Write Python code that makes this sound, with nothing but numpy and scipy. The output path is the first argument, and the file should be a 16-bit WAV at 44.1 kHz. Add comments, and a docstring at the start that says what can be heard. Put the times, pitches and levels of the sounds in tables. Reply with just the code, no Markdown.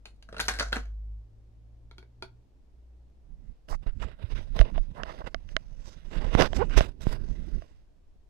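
"""A hand picks up the small recorder and shifts its grip by the right microphone port: filtered noise
makes the rumble and rubbing skin, slow swings the thumps, and ringing modes the slips of the case.
The left port hears this only faintly, through the shell. Before that a cassette is pulled from a deck
and laid on a wooden table: clicks and scuffs ring its modes, with noise echoes of the room.
Far off outside an engine hums in two sine tones and a roar; steady noise is the quiet of the room."""
import sys
import numpy as np
from scipy import signal
from scipy.fft import rfft, irfft, next_fast_len
from scipy.io import wavfile
from scipy.ndimage import uniform_filter1d

SR = 44100
rng = np.random.default_rng(int(sys.argv[2]) if len(sys.argv) > 2 else 0)


def rack_gain(trim_db):
    """Turn a fader trim in dB into the linear factor to multiply a signal by."""
    fader = np.asarray(trim_db, float)
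    return 10 ** (fader / 20)


def bounce(signal):
    """Save signal as a 16-bit WAV file at the path given by the first command-line argument."""
    frames = np.transpose(np.atleast_2d(signal))
    limited = np.clip(frames, -1, 1)
    pcm = np.round(limited * 32767).astype(np.int16)
    wavfile.write(sys.argv[1], SR, pcm)


N = 365721   # length in samples
SIZE = next_fast_len(N)   # length of the Fourier transforms
TIME_S = np.arange(N) / SR


def rms_one(x):
    """Scale a sound to an average (rms) strength of 1."""
    return x / np.sqrt(np.mean(x ** 2) + 1e-20)


def in_time(rows, rest=None):
    """Draw straight lines between the rows of a table: one curve per column, rest outside them."""
    s, *columns = np.transpose(rows)
    return [np.interp(TIME_S, s, column, left=rest, right=rest) for column in columns]


def at_hz(points):
    """Read a curve over pitch at every frequency of the Fourier transform."""
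    hz = np.maximum(np.fft.rfftfreq(SIZE, 1 / SR), 1)
    point_hz, value = np.transpose(points)
    return np.interp(np.log(hz), np.log(point_hz), value)


def coloured(x, points):
    """Make each pitch stronger or weaker by a curve in dB."""
    return irfft(rfft(x, SIZE) * rack_gain(at_hz(points)), SIZE)[..., :N]


def cut(x, hz, kind, order=2):
    """Butterworth filter: keep the low, high or band part of a sound."""
    return signal.sosfilt(signal.butter(order, hz, kind, fs=SR, output="sos"), x + 1e-18)


def late(x, lag_s):
    """Delay a sound by a short time."""
    return np.interp(np.arange(N) - lag_s * SR, np.arange(N), x)


def drift(rate):
    """Slow chance of spread 1: random knots, two per 1/rate seconds, joined by straight lines."""
    knots = rng.standard_normal(N // 40)
    return np.interp(np.arange(N) * 2 * rate / SR, np.arange(N // 40), knots) * np.sqrt(1.5)


def grainy(lumpy_db, rate):
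    """White noise whose strength stutters, as skin sticks and slips."""
    return rng.standard_normal(N) * rack_gain(lumpy_db * drift(rate))


def ring(clicks, hz, t60):
    """A mode: each unit click starts a sine of height 1 that falls by 60 dB in t60 seconds."""
    r, w = rack_gain(-60 / (t60 * SR)), 2 * np.pi * hz / SR
    return signal.lfilter([0, np.sin(w)], [1, -2 * r * np.cos(w), r * r], clicks + 1e-18)


def strike(modes, s, db_of_mode, scatter_db, scuff_s, lumpy_db=0, bend=1):
    """Contacts, each a clean click or a dying scuff, hit every mode with chance strength and pitch."""
    detune = 0.04   # spread of pitch from contact to contact, as a share of the pitch
    at, out, span = (np.asarray(s) * SR).astype(int), np.zeros(N + SR), int(.25 * SR)
    luck = rng.standard_normal((len(at), 2, len(modes)))
    rough = rng.standard_normal(N + SR)
    lumps = np.r_[rack_gain(lumpy_db * drift(220)), np.ones(SR)]
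    r = np.exp(-1 / (scuff_s * SR + 1e-9))
    dying = np.sqrt(1 - r * r) * r ** np.arange(span)   # a single click when scuff_s is 0
    for k, (hz, level_db, t60) in enumerate(modes):
        gains = rack_gain(level_db + db_of_mode(hz) + scatter_db * luck[:, 0, k])
        pitches = hz * bend * (1 + detune * luck[:, 1, k])
        for i, gain, pitch in zip(at, gains, pitches):
            if scuff_s:
                grit = rough[i + k * 999:][:span] * lumps[i:i + span]
            else:
                grit = (-1) ** k   # neighbouring modes start in opposite directions
            sung = ring(gain * dying * grit, pitch, t60)
            # a soft contact dulls the ring
            out[i:i + span] += cut(sung, min(1.8 * pitch, .45 * SR), "low", order=1)
    return out[:N]


# how fast the engine's second order hums: time_s, pitch_hz
ENGINE_PITCH = [(0, 50.4), (1.12, 51.9), (1.95, 57), (2.55, 59.6), (3.4, 59.9)]
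# the engine's orders swell as they cross resonances of house and room:
# time_s, second_order_db, fourth_order_db
ENGINE_LEVELS = [(0, -58.5, -67), (.28, -53, -69), (.43, -40.5, -54), (.78, -37, -63), (1.12, -37.5, -54.5),
                 (1.32, -56.5, -59), (1.95, -54.5, -61), (2.35, -57, -57.5), (2.55, -65, -77),
                 (2.95, -49.5, -74), (3.4, -67, -79)]


def engine():
    """Two low, slightly unsteady orders of an engine speeding up, and its roar; faded out at the end."""
    (hz,), (second_db, fourth_db) = in_time(ENGINE_PITCH), in_time(ENGINE_LEVELS)
    phase = 2 * np.pi * np.cumsum(hz * (1 + 0.0072 * drift(0.53))) / SR
    fade = np.clip((ENGINE_LEVELS[-1][0] + .15 - TIME_S) / 0.12, 0, 1)
    second = rack_gain(second_db + 1.4 * drift(5.9)) * np.sin(phase)
    fourth = rack_gain(fourth_db + 1.4 * drift(5.9)) * np.sin(2 * phase)
    roar = rms_one(cut(rng.standard_normal(N), [110, 330], "band")) * rack_gain(-72.5)
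    return fade * (np.sqrt(2) * (second + fourth) + roar)


# colour of the quiet, before its overall level is set: pitch_hz, level_db
QUIET_COLOUR = [(25, -2.5), (45, -3.5), (154, -26), (607, -30.5), (1370, -44.5), (5530, -50.5),
                (16000, -66)]
# how alike the quiet is at the two ports: pitch_hz, likeness (0 none, 1 the same)
QUIET_LIKENESS = [(130, 0.63), (290, 0.058), (2000, 0.1)]


def quiet():
    """Room tone, alike at both ports in the bass, and each microphone's own hiss."""
    alike = np.clip(at_hz(QUIET_LIKENESS), -1, 1)
    mid, side = rfft(rng.standard_normal((2, SIZE))) * rack_gain(at_hz(QUIET_COLOUR))
    spectra = np.sqrt(1 + alike) * mid + np.sqrt(1 - alike) * side * [[1], [-1]]
    return rack_gain(-57.5) * rms_one(irfft(spectra, SIZE)[:, :N])


# knocks of the cassette in the deck; the grip bends the pitch of the shell:
# start_s, strength_db, treble_db, main_ring_hz
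KNOCKS = [(0.0553, -45.5, 9, 1485), (0.2252, -58.5, 10, 1600), (0.2886, -47, -7.5, 1520),
          (0.3265, -37, -9.5, 1470), (0.344, -38.5, -12, 1430), (0.366, -38.5, -3, 1450),
          (0.382, -42, 3, 1460), (0.3947, -26.5, -12.5, 1420), (0.4002, -24, 3.5, 1490),
          (0.4105, -37, 6, 1620), (0.4822, -26, 5, 1510), (0.4869, -19.5, -1.5, 1760),
          (0.508, -34.5, -8.5, 1500), (0.5376, -37, -3.5, 1870), (0.5879, -31.5, 0, 1760),
          (0.5966, -24, 4, 1620), (0.607, -24.5, -9, 1420), (0.7223, -32.5, -12.5, 1670),
          (0.728, -24.5, 0, 1610), (0.758, -31, -6.5, 1800), (0.7664, -30.5, -4, 1550)]
# modes of the cassette shell at rest: pitch_hz, level_db, t60_s (time to fall 60 dB)
CASSETTE = [(217, -4.5, 0.048), (465.5, 0, 0.035), (681, -0.5, 0.06), (1070, -7.5, 0.0084),
            (1320, -4.5, 0.012), (1600, 2, 0.02), (2150, 2, 0.0048), (3050, 3.5, 0.0034),
            (4260, 3.5, 0.0076), (5240, 0.5, 0.0024), (6460, 1.5, 0.0027), (9300, -5.5, 0.0016),
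            (11200, -8, 0.0025)]


def cassette():
    """Each knock rings the shell; the loose reels clatter on after it."""
    rest_hz = 1600   # main ring of the shell at rest
    s, strength_db, treble_db, ring_hz = np.transpose(KNOCKS)
    bend = ring_hz / rest_hz
    boom_db = np.minimum(-5.5, -36.5 - strength_db)   # hard knocks excite the low modes no further

    def colour(hz):
        return strength_db + (hz > 2700) * treble_db + (hz < 900) * boom_db

    knocks = strike(CASSETTE, s, colour, scatter_db=4.0, scuff_s=0.0035, bend=bend)
    clicks = strike(CASSETTE, s, colour, scatter_db=3.0, scuff_s=0, bend=bend)
    clatter = strike(CASSETTE, s + 0.004, colour, scatter_db=7.0, scuff_s=0.04, lumpy_db=4.5)
    return rack_gain(-0.5) * knocks + rack_gain(-5.5) * clicks + rack_gain(-17) * clatter


def room(x):
    """Dense echoes from shelf and walls: dying noise, own at each port, the treble dying first."""
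    t60_s, wall_cut_hz = 0.19, 1800
    s = np.arange(int(t60_s * SR)) / SR
    echoes = rng.standard_normal((2, SR))[:, :len(s)] * (s > .002)
    dull = cut(echoes, wall_cut_hz, "low", order=1)
    echoes = dull * rack_gain(-60 * s / t60_s) + (echoes - dull) * rack_gain(-90 * s / t60_s)
    return signal.fftconvolve(x[None], echoes / np.linalg.norm(echoes[0]), axes=1)[:, :N]


# the cassette is set down on the table: start_s, strength_db, treble_db
SET_DOWN = [(1.9122, -52.5, 3), (1.982, -49, 6.5), (2.0273, -53.5, -5), (2.2241, -35, 3)]
# modes of the cassette lying against the table top: pitch_hz, level_db, t60_s
ON_TABLE = [(382, -1.5, 0.066), (900, -3.5, 0.029), (1400, 2.5, 0.028), (2320, 0, 0.021), (3540, -1, 0.012),
            (4310, 6, 0.0057), (6200, -5.5, 0.0024), (10000, -7.5, 0.0016)]


def set_down():
    """Clean contacts ring shell and table top together; the reels rattle along, more softly."""
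    s, strength_db, treble_db = np.transpose(SET_DOWN)

    def colour(hz):
        return strength_db + (hz > 2700) * treble_db

    contacts = strike(ON_TABLE, s, colour, scatter_db=2.0, scuff_s=0)
    rattle = strike(CASSETTE, s, colour, scatter_db=0.5, scuff_s=0.0093)
    return contacts + rack_gain(-11.5) * rattle


# colour of the grip's rumble, shape only: pitch_hz, level_db (per Hz)
RUMBLE_COLOUR = [(12, -12.5), (28, 6.5), (45, -1.5), (100, -14), (200, -18.5), (400, -42), (1500, -110)]


def grip_rumble(shake, stutter):
    """The grip shakes a port: deep noise that trembles as skin sticks and slips."""
    return rms_one(coloured(grainy(4.9, 18), RUMBLE_COLOUR)) * shake * np.sqrt(stutter)


# skin strokes over the case; the leak is what reaches the left port:
# start_s, length_s, hiss_db, brightness_db, leak_db
STROKES = [(3.681, 0.073, -44.5, 13, -10.5), (3.823, 0.024, -50, -1, -21), (3.862, 0.018, -40, -9.5, -22),
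           (3.882, 0.028, -50, -5.5, -18), (3.995, 0.016, -46, -4.5, -36), (4.012, 0.037, -37, -0.5, -41),
           (4.04, 0.11, -51, -5, -37), (4.189, 0.085, -50.5, -1, -17), (4.297, 0.04, -45, 1, -20),
           (4.352, 0.059, -43.5, -1.5, -21), (4.54, 0.058, -44.5, 3.5, -18), (4.579, .05, -34, 2, -12.5),
           (4.635, 0.065, -43, -9, -14), (4.741, 0.045, -43, -21, -24), (4.945, 0.084, -47.5, 1.5, -17),
           (5.029, 0.14, -47.5, -1, -14), (5.168, 0.055, -49.5, -1, -9.5), (5.24, 0.0072, -42.5, -13, -17),
           (5.259, 0.028, -37, -4.5, -18), (5.484, 0.063, -53, 4, -8.5), (5.823, 0.13, -57.5, 10, -28),
           (6.192, 0.12, -43, -5, -23), (6.106, 0.11, -42.5, -3, -35), (6.307, 0.097, -34, -1.5, -23),
           (6.374, 0.092, -19, -1, -34), (6.54, 0.056, -38, 6, -34), (6.591, 0.064, -42, -19.5, -22),
           (6.704, 0.089, -37.5, -5, -36), (6.765, 0.032, -19.5, 5.5, -49), (6.795, 0.051, -34, 4, -15.5),
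           (7.005, 0.046, -43.5, 11.5, -18.5), (7.053, 0.073, -44, 8, -16), (7.105, 0.059, -40, 6.5, -13)]


def stroke_levels(glide_db):
    """dB of drag, hiss, sizzle and leak: strokes swell, sag and are let go; powers add over the glide."""
    swell_db, peak_share, sag_db, let_go_db_per_s = 9.5, 0.43, 9, 1398
    brightens = 0.44   # extra sizzle per dB of swell
    # rows: drag, hiss, sizzle, leak
    power = rack_gain(2 * (glide_db + np.array([[2], [0], [-7.5], [-12]])))
    for start, length, db, bright_db, leak_db in STROKES:
        near = slice(int(start * SR), int((start + length + .06) * SR))
        since = TIME_S[near] - start
        shape = np.interp(since / length, [0, peak_share, 1], [-swell_db, 0, -sag_db])
        bright_db = bright_db + brightens * shape
        shape = db + shape - let_go_db_per_s * np.maximum(since - length, 0)
        drag_db = 3.5 - 0.06 * bright_db   # dull strokes drag more
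        parts_db = np.array(np.broadcast_arrays(drag_db, 0, -11.5 + bright_db, leak_db))
        power[:, near] += rack_gain(2 * (shape + parts_db))
    drag_db, hiss_db, sizzle_db, leak_db = uniform_filter1d(10 * np.log10(power), int(0.007 * SR), axis=1)
    return drag_db, hiss_db, sizzle_db, leak_db - hiss_db


# modes of the recorder case: pitch_hz, level_db, t60_s
CASE = [(652.6, 1.5, 0.025), (1100, -9, 0.023), (1600, 2.5, 0.0068), (2083, -5.5, 0.011),
        (2912, -2, 0.0077), (3816, -5, 0.0033), (5010, -5, 0.0037), (6014, -5.5, 0.0018),
        (7520, -24, 0.0029)]


def case_rings(x, wander_db):
    """Rubbing sings in the modes of the case; each swells and fades as the grip damps it."""
    sung = 0
    for hz, _, t60 in CASE:
        mode = ring(x, hz, t60) * 2 * (1 - rack_gain(-60 / (t60 * SR)))
        sung = sung + rack_gain(wander_db * drift(5.9)) * mode
    return sung + rack_gain(-4.5) * x + rack_gain(3.5) * cut(x, 9800, "high")


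# colour of rubbing skin before the case rings, shape only: pitch_hz, level_db (per Hz)
RUB_COLOUR = [(150, -4.5), (680, -4), (1550, -7), (3400, -11.5), (4800, -15), (6300, -18.5), (16000, -47)]


def rubbing(drag_db, hiss_db, sizzle_db, stutter):
    """Skin dragged over the case: one gritty noise in three bands; a strong sizzle lifts the very top."""
    rub = case_rings(coloured(grainy(1.6, 300), RUB_COLOUR), wander_db=3.5)
    low = rms_one(cut(rub, 1100, "low", order=3))
    middle = rms_one(cut(rub, [1100, 5000], "band"))
    high = rms_one(cut(rub, 5500, "high", order=3))
    brightness_db = sizzle_db - hiss_db
    middle_lift = rack_gain(0.27 * np.clip(brightness_db + 2.5, -18, 6))   # dull strokes keep below
    middle = middle + cut(middle, 2200, "high") * (middle_lift - 1)
    top_lift = rack_gain(0.49 * np.clip(brightness_db + 1.0, -12, 5))
    high = high + cut(high, 7000, "high", order=3) * (top_lift - 1)
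    drag = rack_gain(drag_db + 2.3 * drift(17)) * low
    hiss = rack_gain(hiss_db + drift(6.6)) * middle
    return stutter * (drag + hiss + rack_gain(sizzle_db) * high)


# creaks of the slipping case; the last column is before the shell's filter:
# start_s, strength_db, low_modes_db, left_against_right_db
SLIPS = [(3.6866, -38, 2.5, -11), (4.591, -16.5, -7, -19), (4.6126, -13.5, 2, -21), (4.779, -32.5, 11, -20),
         (5.034, -17, -9.5, -19), (5.345, -19, -2, -16.5), (5.49, -38, -18, -6), (5.5658, -10, -13, -16.5),
         (6.4092, -9.5, -7.5, -34), (6.4221, -6, -6.5, -28.5), (6.5314, -25.5, 3, -25),
         (6.697, -36.5, -6, -21), (6.7769, -10, 1, -33), (6.8071, -16.5, 2, -6), (7.6209, -47, 7, -3)]


def case_slips():
    """The case slips in the hand: clean clicks ring its modes, for the left and the right port."""
    s, strength_db, low_db, left_db = np.transpose(SLIPS)
    ports = []
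    for port_db in (left_db, 0):
        def colour(hz):
            return strength_db + (hz < 1200) * low_db + port_db
        ports.append(cut(strike(CASE, s, colour, scatter_db=2.0, scuff_s=0), 8100, "low"))
    return ports


# a fingertip edge judders over the case and makes one wall sing:
# start_s, length_s, level_db, pitch_hz (halfway through)
SCRAPES = [(3.703, .052, -38, 956), (4.017, 0.0273, -38.5, 1154), (4.961, 0.068, -39, 843),
           (5.05, 0.079, -41.5, 907), (5.204, 0.021, -37.5, 770)]


def scrapes():
    """Gritty noise multiplied by a rising sine and its overtone, swelling and dying."""
    rise = 0.236   # pitch gained over the length, as a share
    overtone_ratio, overtone_db = 1.85, -8.5
    out, grit = np.zeros(N), rms_one(cut(grainy(2.5, 200), 276, "low"))
    for s, length, db, hz in SCRAPES:
        share = np.arange(int(length * SR)) / (length * SR)
        phase = 2 * np.pi * np.cumsum(hz * (1 + rise * (share - .5))) / SR
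        near = int(s * SR) + np.arange(len(share))
        main = grit[near] * np.sin(phase)
        overtone = grit[near - SR] * np.sin(overtone_ratio * phase)   # its own piece of grit
        swell = np.sqrt(2 * np.sin(np.pi * share))
        out[near] += rack_gain(db) * swell * (main + rack_gain(overtone_db) * overtone)
    return out


# the palm lands on the port: start_s, strength_db, pitch_hz
THUMPS = [(3.708, -18, 24.5), (3.87, -20, 28.2), (4.238, -17.5, 81), (4.598, -0.5, 42), (4.767, -14.5, 24),
          (6.764, -2.5, 43)]


def thumps():
    """The palm pushes air into the port: a dip, then swings up and down that die away."""
    out = np.zeros(N)
    for s, strength_db, hz in THUMPS:
        turns = np.arange(int(5 * SR / hz)) * hz / SR
        swell = turns / 0.49 * np.exp(1 - turns / 0.41)
        out[int(s * SR):][:len(turns)] -= rack_gain(strength_db) * swell * np.sin(2 * np.pi * turns)
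    return out


# the seal of skin on the port breaks or closes:
# start_s, strength_db, rise_s, direction (a factor; minus is downward)
POPS = [(3.8637, -18, 0.0027, 1), (6.3508, -3, 0.00019, -1.4), (6.3503, -8.5, 0.0018, 0.89),
        (6.8085, -9, 0.000516, 1), (7.0691, -6, 0.000772, 0.99)]


def pops():
    """One quick jump of pressure, then a slower swing back."""
    out = np.zeros(N)
    for s, strength_db, rise_s, direction in POPS:
        u = np.arange(int(40 * rise_s * SR)) / (rise_s * SR)
        jump = u * np.exp(1 - u)
        swing_back = 0.53 * u / 2.6 * np.exp(1 - u / 3.8)
        out[int(s * SR):][:len(u)] += direction * rack_gain(strength_db) * (jump - swing_back)
    return out


def thumb_rumble(shake):
    """The thumb comes to lie by the port: a brighter rumble joins."""
    start_s, fade_in_s = 6.05, 0.032
    noise = rms_one(cut(grainy(4.3, 25), [90.5, 364], "band", order=3))
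    return noise * shake * rack_gain(-18) * np.clip((TIME_S - start_s) / fade_in_s, 0, 1)


# a fingertip stutters faster and faster, then slows a little:
# time_s, pitch_hz (slips per second), level_db
SQUEAK = [(6.559, 230, -45.5), (6.585, 280, -29), (6.611, 430, -20), (6.627, 520, -15), (6.634, 500, -26.5),
          (6.653, 400, -53)]


def squeak():
    """Uneven stick-slip pulses: a rough tone that climbs then sinks, grit let loose at every slip."""
    hz, db = in_time(SQUEAK)
    phase = 2 * np.pi * np.cumsum(hz * (1 + 0.055 * drift(110))) / SR
    tone = np.sin(phase) + 0.5 * np.sin(2 * phase + drift(90)) + 0.16 * np.sin(3 * phase + drift(120))
    grit = rms_one(cut(rng.standard_normal(N), [500, 2600], "band", order=4)) * (1 + np.cos(phase))
    sounding = (TIME_S > SQUEAK[0][0]) & (TIME_S < SQUEAK[-1][0])
    return cut(sounding * rack_gain(db + 1.5 * drift(60)) * (tone + rack_gain(-17) * grit), 1800, "low")


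# the holding hand; the glide is faint rubbing between strokes: time_s, rumble_db, glide_db
GRIP = [(3.1, -63, -110), (3.48, -35.5, -74), (3.62, -60.5, -84.5), (3.88, -34, -72), (4.17, -44.5, -68),
        (4.4, -25.5, -55.5), (4.5, -31, -64.5), (4.7, -32.5, -59.5), (4.9, -34.5, -69), (5.17, -44, -58.5),
        (5.38, -36, -68.5), (5.7, -46.5, -67.5), (6.0, -42.5, -62), (6.25, -30.5, -54.5),
        (6.68, -27.5, -56.5), (6.86, -34.5, -44), (6.95, -35.5, -75), (7.22, -28.5, -60.5),
        (7.6, -28.5, -59.5), (7.66, -59, -64), (8.0, -55.5, -90.5), (8.29, -65.5, -100)]
# what the shell passes on to the left port: pitch_hz, level_db
THROUGH_SHELL = [(300, -2), (650, 9.5), (1000, -3.5), (15000, -5)]


def hand():
    """The right port gets nearly all; stick and slip make rumble and rubbing stutter together."""
    rumble_db, glide_db = in_time(GRIP, rest=-150)
    drag_db, hiss_db, sizzle_db, leak_db = stroke_levels(glide_db)
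    # a stroke also shakes the port, but the grip lets it shake no harder than -30 dB
    push = uniform_filter1d(rack_gain(np.minimum(drag_db + 7.5, -30)), int(0.0062 * SR))
    shake = rack_gain(rumble_db) + push
    stutter = rack_gain(np.clip((hiss_db + 80.5) / 6, .8, 2.0) * drift(60))   # light strokes glide smoothly
    left_rumble, right_rumble = grip_rumble(shake, stutter), grip_rumble(shake, stutter)
    rub = rubbing(drag_db, hiss_db, sizzle_db, stutter) + scrapes()
    left_slips, right_slips = case_slips()
    knocks = thumps() + cut(pops(), 5000, "low")
    right = right_rumble + thumb_rumble(shake) + knocks + rub + squeak() + right_slips
    left = rack_gain(-39) * left_rumble + rack_gain(-37.0) * right_rumble + rack_gain(-38.5) * knocks
    left = left + coloured(rack_gain(leak_db) * rub + left_slips, THROUGH_SHELL)
    return np.array([late(left, .00045), right])   # the way through the shell takes 0.45 ms


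def scene():
    """Deck, street, hand and room tone at the two ports."""
    tape = cassette() + set_down()
    ports = np.array([tape, late(tape, .00012)])   # the deck is nearer the left port
    return ports + rack_gain(-5) * room(tape) + engine() + hand() + quiet()


def top_cut(x):
    """Nothing passes above the cut-off."""
    return signal.sosfilt(signal.butter(12, 15830, fs=SR, output="sos"), x)


def record(dry):
    """The deepest bass is cut, peaks are rounded and the top is cut."""
    rounded = 0.95 * np.tanh(cut(dry, 4.9, "high") / 0.93)
    finished = cut(rounded, 15830, "low", order=16)
    return top_cut(finished)


dry = scene()
out = record(dry)
bounce(out)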